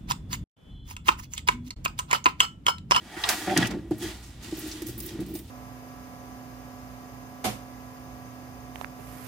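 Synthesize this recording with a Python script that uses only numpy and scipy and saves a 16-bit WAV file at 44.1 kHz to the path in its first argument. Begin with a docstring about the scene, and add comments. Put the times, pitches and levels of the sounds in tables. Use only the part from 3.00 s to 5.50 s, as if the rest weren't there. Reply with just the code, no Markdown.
"""A quiet room's noise and low hum come first; then hands push and gather a heavy rope chain on a table.
The links slide over the cloth with a gritty hiss, made of dense random clicks filtered band by band.
They snap together in short bursts of the same grit, and rub and thump the hollow top, which booms near 320 Hz.
Resonances make the links ring on contact and sing when drawn taut. A heavy strand makes the top groan,
and late on a coin is brushed once."""
import sys
import numpy as np
from scipy import signal
from scipy.io import wavfile

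SR = 44100
rng = np.random.default_rng(int(sys.argv[2]) if len(sys.argv) > 2 else 0)


def unload_audio(sound):
    """Save the sound as a 16-bit wav file, at the path given as the first command line argument."""
    columns = np.transpose(np.atleast_2d(sound))
    # keep every value between -1 and 1, then stretch to whole-number steps
    steps = np.round(np.clip(columns, -1, 1) * 32767)
    wavfile.write(sys.argv[1], SR, steps.astype(np.int16))


N = 110250   # 2.5 s of samples

# Spectrum of the room noise: pitch_hz, relative_level_db (per Hz)
ROOM_SPECTRUM = [(15, -26), (25, -7.5), (72, 1), (317, -1.5), (560, -3), (754, -2), (1020, -8),
                 (1890, -19.5), (2610, -17), (3340, -4), (4870, -49), (12900, -32), (16000, -66)]
# Resonances of the low hum: pitch_hz, width_hz, relative_level_db
HUM_MODES = [(58, 11, 0), (110, 25, -5)]
# Level of the low hum: time_s, level_db
HUM_LEVEL = [(0.0, -53.5), (1.08, -42), (1.13, -46.5), (2.5, -44.5)]
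# How alike left and right are in the banded noises: pitch_hz, likeness (0 to 1)
STEREO_LIKENESS = [(60, 0.9), (180, 1), (550, 0.25), (1650, 0.47), (4970, 0.31), (15000, 0.25)]
# How far left and right differ in level: pitch_hz, left_minus_right_db
STEREO_LEAN = [(60, -1), (380, 2), (2380, -2), (15000, -1.5)]
# Chain sliding on the cloth: time_s, relative_level_db, brightness_db_per_octave
SLIDE_CURVE = [(0, -58, -2.5), (.13, -48, -5.5), (.23, -40, -1.5), (.3, -30, -7), (.41, -38, -1),
               (.55, -38.5, -6), (.6, -32.5, -7), (.66, -34, -7.5), (.69, -46, -6.5), (.72, -44, -10.5),
               (.76, -56, -7.5), (.9, -67, 0), (.92, -46.5, -7), (.97, -58.5, 0.5), (1.03, -38, -1),
               (1.11, -41.5, -5), (1.2, -51.5, -3.5), (1.39, -56.5, -5.5), (1.45, -44.5, -4),
               (1.53, -46.5, -3), (1.6, -41.5, -2), (1.72, -41.5, -2.5), (1.8, -46.5, -3.5),
               (1.96, -51.5, -2), (2.09, -47, -3), (2.16, -51, -5.5), (2.33, -53.5, -3), (2.37, -47, -3),
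               (2.43, -58, -1.5), (2.5, -54, -3.5)]
# Spectrum of the sliding hiss: pitch_hz, relative_level_db (per Hz)
SLIDE_SPECTRUM = [(450, -24.5), (1000, -17.5), (2000, -12.5), (3300, -7), (5000, -8.5), (8000, -8.5),
                  (12000, -12.5), (15700, -15.5)]
# Weight of the chain rubbing the top: time_s, boom_level_db, upper_modes_relative_db, below_boom_level_db
RUB_CURVE = [(0.0, -61.5, -56.5, -48), (0.24, -50, -34, -60.5), (0.31, -47, -26, -44),
             (0.37, -42.5, -39, -52), (0.46, -36.5, -34, -55), (0.48, -44, -28, -43), (0.54, -28, -45, -45),
             (0.585, -34, -28, -21), (0.67, -35, -37.5, -36), (0.75, -36, -50.5, -31),
             (0.88, -43.5, -59.5, -52), (0.9, -52, -67, -48), (0.91, -46, -50, -60),
             (0.93, -51, -54.5, -35), (0.98, -42.5, -51.5, -43.5), (1.04, -31, -43, -41.5),
             (1.2, -56.5, -52.5, -51.5), (1.38, -61, -66, -52.5), (1.44, -49.5, -54.5, -45.5),
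             (1.69, -41.5, -49, -51), (2.03, -45, -59.5, -41.5), (2.11, -39.5, -59, -53),
             (2.2, -32.5, -49.5, -35.5), (2.25, -43, -64, -42), (2.35, -34.5, -61, -43.5),
             (2.5, -61, -71, -54)]
# Air and panel of the hollow top, one after the other: pitch_hz, width_hz
BOOM_STAGES = [(312, 26.2), (338, 97)]
# Resonances of the top below the boom: pitch_hz, width_hz, relative_level_db
UNDER_BOOM_MODES = [(118, 10.6, -2.5), (181, 107, -2), (211, 74, 1.5)]
# Upper resonances of the top: pitch_hz, width_hz, relative_level_db
UPPER_TOP_MODES = [(417, 50, -9.5), (627, 8.4, -6), (704.5, 43, -6), (757, 30, -3.5), (851, 77, -6),
                   (1045, 17, -18.5), (1172, 27, -7.5), (1450, 51, -7.5), (1645, 59, -8.5),
                   (1923, 70, -5.5), (2260, 51, -10), (2535, 450, -22), (3257, 50, -17)]
# Thumps on the top: start_s, level_db, upper_modes_db (compared with the thump)
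THUMP_HITS = [(0.167, -31, -34), (0.38, -36, -31), (0.474, -24.5, -29), (0.562, -16.5, -9.5),
              (0.582, -16, -30), (0.699, -35, -2.5), (0.74, -31, -10), (0.769, -25, -27), (0.91, -15, -18),
              (0.93, -26, -32), (1.037, -32.5, -39), (1.085, -36, -11), (1.524, -22.5, -23.5),
              (1.58, -29.5, -25), (1.631, -41, -27), (1.66, -30.5, -22), (1.819, -27, -44),
              (1.891, -28.5, -37), (2.044, -35.5, -36), (2.167, -41, -22), (2.196, -23.5, -34),
              (2.214, -26, -21), (2.313, -39, -18), (2.351, -32, -13)]
# Resonances of the chain links: pitch_hz, width_hz, relative_level_db
CHAIN_MODES = [(4920, 43, 1.5), (6150, 54, 2), (1913, 58, 1.5), (1684, 57, -2.5), (2543, 53, -16.5),
               (3327, 130, 3.5), (8240, 19, -18), (9890, 48, 8), (14700, 990, -8)]
# Links singing while a taut strand is drawn along: time_s, level_db
SING_LEVEL = [(0, -63), (.2, -49), (.58, -42.5), (.66, -44), (.74, -77), (.99, -68), (1.02, -43),
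              (1.105, -46), (1.16, -78), (1.4, -72), (1.74, -60), (1.8, -53), (1.86, -61), (1.93, -56.5),
              (2, -68), (2.11, -52), (2.2, -82)]
# Links snapping together:
# start_s, relative_level_db, centre_hz, width_octaves, attack_s, fall_by_60_db_s, left_minus_right_db
SNAP_BURSTS = [(0.166, -24.5, 1570, 0.52, 0.00058, 0.24, -1), (0.236, -2, 3400, 0.39, 0.0027, 0.051, -0.5),
               (0.239, -7, 980, 0.17, .003, 0.12, -4), (0.2862, -3, 4170, 1.14, 0.0045, 0.059, -1),
               (.291, -8, 1490, .8, 0.0042, 0.039, -7), (0.301, -19, 4100, 2.2, 0.00092, 0.23, 1),
               (0.494, -14, 1920, 0.44, 0.0021, 0.12, 0), (0.5645, -5.5, 1600, 0.72, 0.0015, 0.047, 0.5),
               (.575, 0, 4700, 0.81, 0.00034, 0.018, -1), (0.645, -11, 2680, 0.27, 0.0021, 0.094, 2),
               (0.668, -10.5, 6150, 0.83, 0.0032, 0.029, 0), (0.705, -24, 3500, 1.06, 0.0046, 0.061, 1),
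               (0.908, -34, 9000, 6.1, 0.0011, 0.04, -1), (.9805, -29.5, 14100, 0.54, .002, 0.068, -4),
               (1.021, -31, 6000, 0.89, 0.0025, 0.092, 0), (1.223, -39, 5860, 0.72, .005, 0.52, 0),
               (1.423, -37.5, 4460, 1.07, 0.004, 0.34, -4), (1.51, -29, 3730, 0.86, 0.0014, 0.048, -2),
               (1.569, -13, 15700, 0.3, 0.005, 0.039, 0), (1.588, -20, 14300, 0.57, .003, 0.085, -2),
               (1.672, -27, 13000, 2.1, .002, 0.086, -1), (1.712, -20.5, 4900, 0.5, 0.0034, 0.093, 2),
               (1.819, -22, 14500, 5, 0.0014, 0.041, -2), (1.861, -21, 14500, 1.6, 0.0073, 0.11, -1),
               (1.883, -27, 14000, 2.2, 0.0021, 0.18, 0), (1.977, -20, 15400, 0.52, 0.002, 0.16, 0),
               (2.001, -15, 13300, 1.44, 0.0022, 0.038, -0.5), (2.02, -25, 14200, 0.34, 0.005, 0.26, -6),
               (2.052, -32.5, 9000, 1.5, .002, 0.27, 2), (2.059, -18.5, 14500, 0.45, 0.003, 0.075, -1),
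               (2.087, -29.5, 3800, 0.86, 0.0012, 0.089, -2), (2.197, -31, 13800, 3.2, 0.0087, 0.12, -1),
               (2.2616, -32, 13000, 0.8, 0.0016, 0.046, -2), (2.28, -34.5, 13700, 0.27, .004, 0.34, -2),
               (2.339, -28, 13900, 0.46, .001, 0.31, -4), (2.35, -23.5, 4880, 1.03, 0.0026, 0.04, 2),
               (2.387, -27, 12900, 5, 0.0032, 0.041, 2)]
# Single hard knocks of one link on another: start_s, level_db
KNOCKS = [(0.24, -23), (0.563, -22), (.5757, -19.5), (0.624, -20), (.6282, -16)]
# Groan of the top: pitch_hz, width_hz, relative_level_db
GROAN_MODES = [(176, 18, -6), (355, 10, 2), (585, 20, -8), (752, 25, -2)]
# Heavy strand hauled across the top: time_s, level_db
HAUL_LEVEL = [(.45, -90), (.475, -28), (.545, -25), (.575, -90)]
# Resonances of the coin: pitch_hz, width_hz, relative_level_db
COIN_MODES = [(8930, 40, -2), (12200, 70, -4), (15200, 50, 0), (13900, 60, -14)]
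# One brush of the coin: time_s, level_db
COIN_BRUSH_LEVEL = [(2.345, -90), (2.353, -46), (2.39, -50), (2.415, -60), (2.43, -90)]
# Echo delays of the two nearby walls, left then right: delay_s
WALL_DELAYS = (0.0079, .0113)

SIDES = np.array([[1], [-1]])   # left, right
GRIT_PER_S, GRIT_SPREAD_DB = 5000, 1.5   # average contacts a second; unevenness of their sizes
ROOM_DB, ROOM_FLICKER_DB = -59.5, 1.5
SLIDE_GAIN_DB = 8.5
RUB_UPPER_GAIN_DB, RUB_FLUTTER_DB = -4, 1.5
UNDER_THUMP_DB = -13.5   # share of a thump below the boom
CONTACT_HZ = 720   # thumps are dull above this
LINK_SOFT_HZ = 1500   # soft link contacts favour the low modes
SNAP_GAIN_DB = -12
SNAP_SPREAD_DB = 3.5   # snaps hold a few contacts much harder than the rest
SLIDE_RING_DB = -6   # sliding links ring less freely than snapping ones
SMALL_LINKS, SMALL_LINK_Q, SMALL_LINK_DB = 40, 122, 1   # count; pitch divided by width; gain
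ECHO_DB = -12
CUTOFF_HZ = 15900


def amp(db):
    """Turn decibels into a gain."""
    return 10 ** (np.asarray(db) / 20)


def rms_one(x):
    """Scale to an average (rms) strength of 1."""
    return x / np.sqrt(np.mean(x ** 2) + 1e-20)


def in_time(rows):
    """Draw straight lines between a table's rows, giving each column a value per sample."""
    time_s, *columns = np.transpose(rows)
    return [np.interp(np.arange(N) / SR, time_s, column) for column in columns]


def at_hz(points, hz):
    """Read a table at one pitch, with pitch spaced by octaves."""
    pitch_hz, value = np.array(points).T
    return np.interp(np.log(hz), np.log(pitch_hz), value)


def drift(rate_hz):
    """Slow random wander of spread 1: smoothed noise, one point every 40 samples."""
    r = np.exp(-80 * np.pi * rate_hz / SR)
    noise = rng.standard_normal(N // 40 + 2002)
    slow = signal.lfilter([1], [1, -2 * r, r * r], noise)[2000:]   # drop the filter's start-up
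    return np.interp(np.arange(N) / 40, np.arange(len(slow)), rms_one(slow))


def resonate(x, hz, width_hz):
    """One resonance with gain near 1 at its peak; a narrow one rings longer."""
    r = np.exp(-np.pi * width_hz / SR)
    ring = [1, -2 * r * np.cos(2 * np.pi * hz / SR), r * r]
    return signal.lfilter([1 - r, 0, r - 1], ring, x + 1e-18)   # tiny offset keeps the arithmetic quick


def body(x, modes):
    """Resonances side by side, every second one flipped in sign."""
    return sum(amp(db) * (-1) ** k * resonate(x, hz, width_hz)
               for k, (hz, width_hz, db) in enumerate(modes))


def grit(shape, spread_db=GRIT_SPREAD_DB):
    """Dense small contacts at random moments, of uneven size and random sign."""
    sizes = amp(spread_db * np.minimum(rng.exponential(1, shape), 5))
    signs = rng.choice([-1, 1], shape)
    touching = rng.random(shape) < GRIT_PER_S / SR
    return rms_one(sizes * signs * touching)


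def bands(source, gain_at, low_hz, count=3):
    """Split noise into count bands an octave, each with its own gain, stereo likeness and lean."""
    edges = low_hz * 2 ** np.arange(0, np.log2(20500 / low_hz), 1 / count)
    out = 0
    for k, (low, high) in enumerate(zip(edges, edges[1:])):
        hz = np.sqrt(low * high)
        band = signal.butter(2, [low, high], "band", fs=SR, output="sos")
        mid, side = signal.sosfilt(band, source[k % 2])   # neighbouring bands use different noise
        alike = np.clip(at_hz(STEREO_LIKENESS, hz), 0, 1)
        pair = np.sqrt(1 + alike) * mid + np.sqrt(1 - alike) * side * SIDES
        lean = amp(at_hz(STEREO_LEAN, hz) / 2 * SIDES)
        out = out + gain_at(hz) * lean * pair
    return out


def stirred(modes, level, side_db, soft_hz=20000):
    """Grit keeps a set of resonances ringing under a level curve."""
    source = signal.lfilter(*signal.butter(1, soft_hz, fs=SR), grit((2, N)))
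    mid, side = body(source, modes)
    return amp(in_time(level)[0]) * rms_one(mid + amp(side_db) * side * SIDES)


def room():
    """Steady noise, flickering gently in each band, over a wavering low hum of stirred resonances."""
    def gain_at(hz):
        return amp(at_hz(ROOM_SPECTRUM, hz) + ROOM_FLICKER_DB * drift(8.6))

    noise = rms_one(bands(rng.standard_normal((2, 2, N)), gain_at, 19.6))
    hum = stirred(HUM_MODES, HUM_LEVEL, side_db=-55.5)
    return amp(ROOM_DB) * noise + amp(at_hz(STEREO_LEAN, 60) / 2 * SIDES) * hum


def slide():
    """Links over cloth make dense grit, flickering partly together and partly band by band."""
    level_db, tilt = in_time(SLIDE_CURVE)
    source, together = grit((2, 2, N)), drift(39)

    def gain_at(hz):
        flicker_db = 0.73 * together + 0.6 * drift(15)
        brightness_db = tilt * np.log2(hz / 4500)
        return amp(at_hz(SLIDE_SPECTRUM, hz) + flicker_db + brightness_db)

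    return amp(level_db + SLIDE_GAIN_DB) * bands(source, gain_at, 465.7)


def boom(x):
    """The hollow top swells for a few cycles and dies: resonances in a row."""
    for hz, width_hz in BOOM_STAGES:
        x = resonate(x, hz, width_hz)
    return x


def rubbing():
    """Fluttering grit from the chain's weight keeps the top's resonances humming."""
    boom_db, upper_db, under_db = in_time(RUB_CURVE)
    source = grit((3, N)) * amp(RUB_FLUTTER_DB * drift(40))
    booming = amp(boom_db) * rms_one(boom(source[0]))
    upper = amp(upper_db + RUB_UPPER_GAIN_DB) * rms_one(body(source[1], UPPER_TOP_MODES))
    under = amp(under_db) * rms_one(body(source[2], UNDER_BOOM_MODES))
    return booming + upper + under


def sing():
    """Soft sliding contacts on a taut strand keep the link resonances sounding."""
    return stirred(CHAIN_MODES, SING_LEVEL, side_db=-8, soft_hz=LINK_SOFT_HZ)


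def snaps():
    """Each snap is a burst of grit with its own rise, decay, centre and width."""
    t = np.arange(SR // 4) / SR   # a burst lasts at most a quarter second
    shapes = []
    for start_s, db, _, _, attack_s, t60_s, pan_db in SNAP_BURSTS:
        age = t[:N - int(start_s * SR)]
        rise = np.minimum(age / max(attack_s, .0003), 1) ** 2
        level_db = db + SNAP_GAIN_DB + pan_db / 2 * SIDES
        shapes.append(amp(level_db - 60 * age / max(t60_s, .005)) * rise)

    def gain_at(band_hz):
        power = np.zeros((2, N))
        for shape, (start_s, _, hz, octaves, *_) in zip(shapes, SNAP_BURSTS):
            i = int(start_s * SR)
            distance = np.log2(band_hz / hz) / max(octaves, .2)
            weight = np.exp(-distance ** 2) * SR / hz / 4   # strongest at the snap's centre
            power[:, i:i + shape.shape[1]] += weight * shape ** 2
        return np.sqrt(power)

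    return bands(grit((2, 2, N), SNAP_SPREAD_DB), gain_at, 587.0, count=5)


def jingle(sliding, snapping):
    """The links ring on their own contacts; snaps also wake many small modes over the treble."""
    places = (np.arange(SMALL_LINKS) + rng.random(SMALL_LINKS)) / SMALL_LINKS
    pitches_hz = 1200 * 13 ** places
    small_modes = [(hz, hz / SMALL_LINK_Q, SMALL_LINK_DB) for hz in pitches_hz]
    link_ring = body(amp(SLIDE_RING_DB) * sliding + snapping, CHAIN_MODES)
    return sliding + snapping + link_ring + body(snapping, small_modes)


def thumps():
    """Each thump is a softened click that sets off the boom and the modes above and below it."""
    start_s, db, upper_db = np.transpose(THUMP_HITS)
    hits = np.zeros((3, N))
    hits[:, (start_s * SR).astype(int)] = amp([db, db + upper_db, db + UNDER_THUMP_DB])
    soft = signal.sosfilt(signal.butter(4, CONTACT_HZ, fs=SR, output="sos"), hits + 1e-18)
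    unit = np.max(boom(signal.unit_impulse(SR // 10)))   # boom peak of a bare click
    return (boom(soft[0]) + body(soft[1], UPPER_TOP_MODES) + body(soft[2], UNDER_BOOM_MODES)) / unit


def clinks():
    """Each hard knock is one softened click that sets the link resonances ringing."""
    start_s, db = np.transpose(KNOCKS)
    hits = np.zeros(N)
    hits[(start_s * SR).astype(int)] = amp(db)
    soft = signal.butter(2, LINK_SOFT_HZ, fs=SR)
    one_knock = signal.lfilter(*soft, signal.unit_impulse(SR // 10))
    unit = np.max(body(one_knock, CHAIN_MODES))
    return body(signal.lfilter(*soft, hits), CHAIN_MODES) / unit


def groan():
    """A heavy strand hauled across the top stirs its groaning resonances."""
    return stirred(GROAN_MODES, HAUL_LEVEL, side_db=-16)


def coin():
    """One light brush stirs the coin's high, narrow resonances."""
    return stirred(COIN_MODES, COIN_BRUSH_LEVEL, side_db=-12)


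def scene():
    """Add all sources; rubs, thumps and knocks come back from two nearby walls, one on each side."""
    background = room()
    chain = jingle(slide(), snaps())
    top = rubbing() + thumps() + clinks()
    echo = amp(ECHO_DB) * np.stack([np.roll(top, int(delay_s * SR)) for delay_s in WALL_DELAYS])
    return background + chain + top + echo + sing() + groan() + coin()


def record(dry):
    """A steep low-pass filter removes the highest treble."""
    return signal.sosfilt(signal.ellip(12, .5, 70, CUTOFF_HZ, fs=SR, output="sos"), dry)


dry = scene()
out = record(dry)
unload_audio(out)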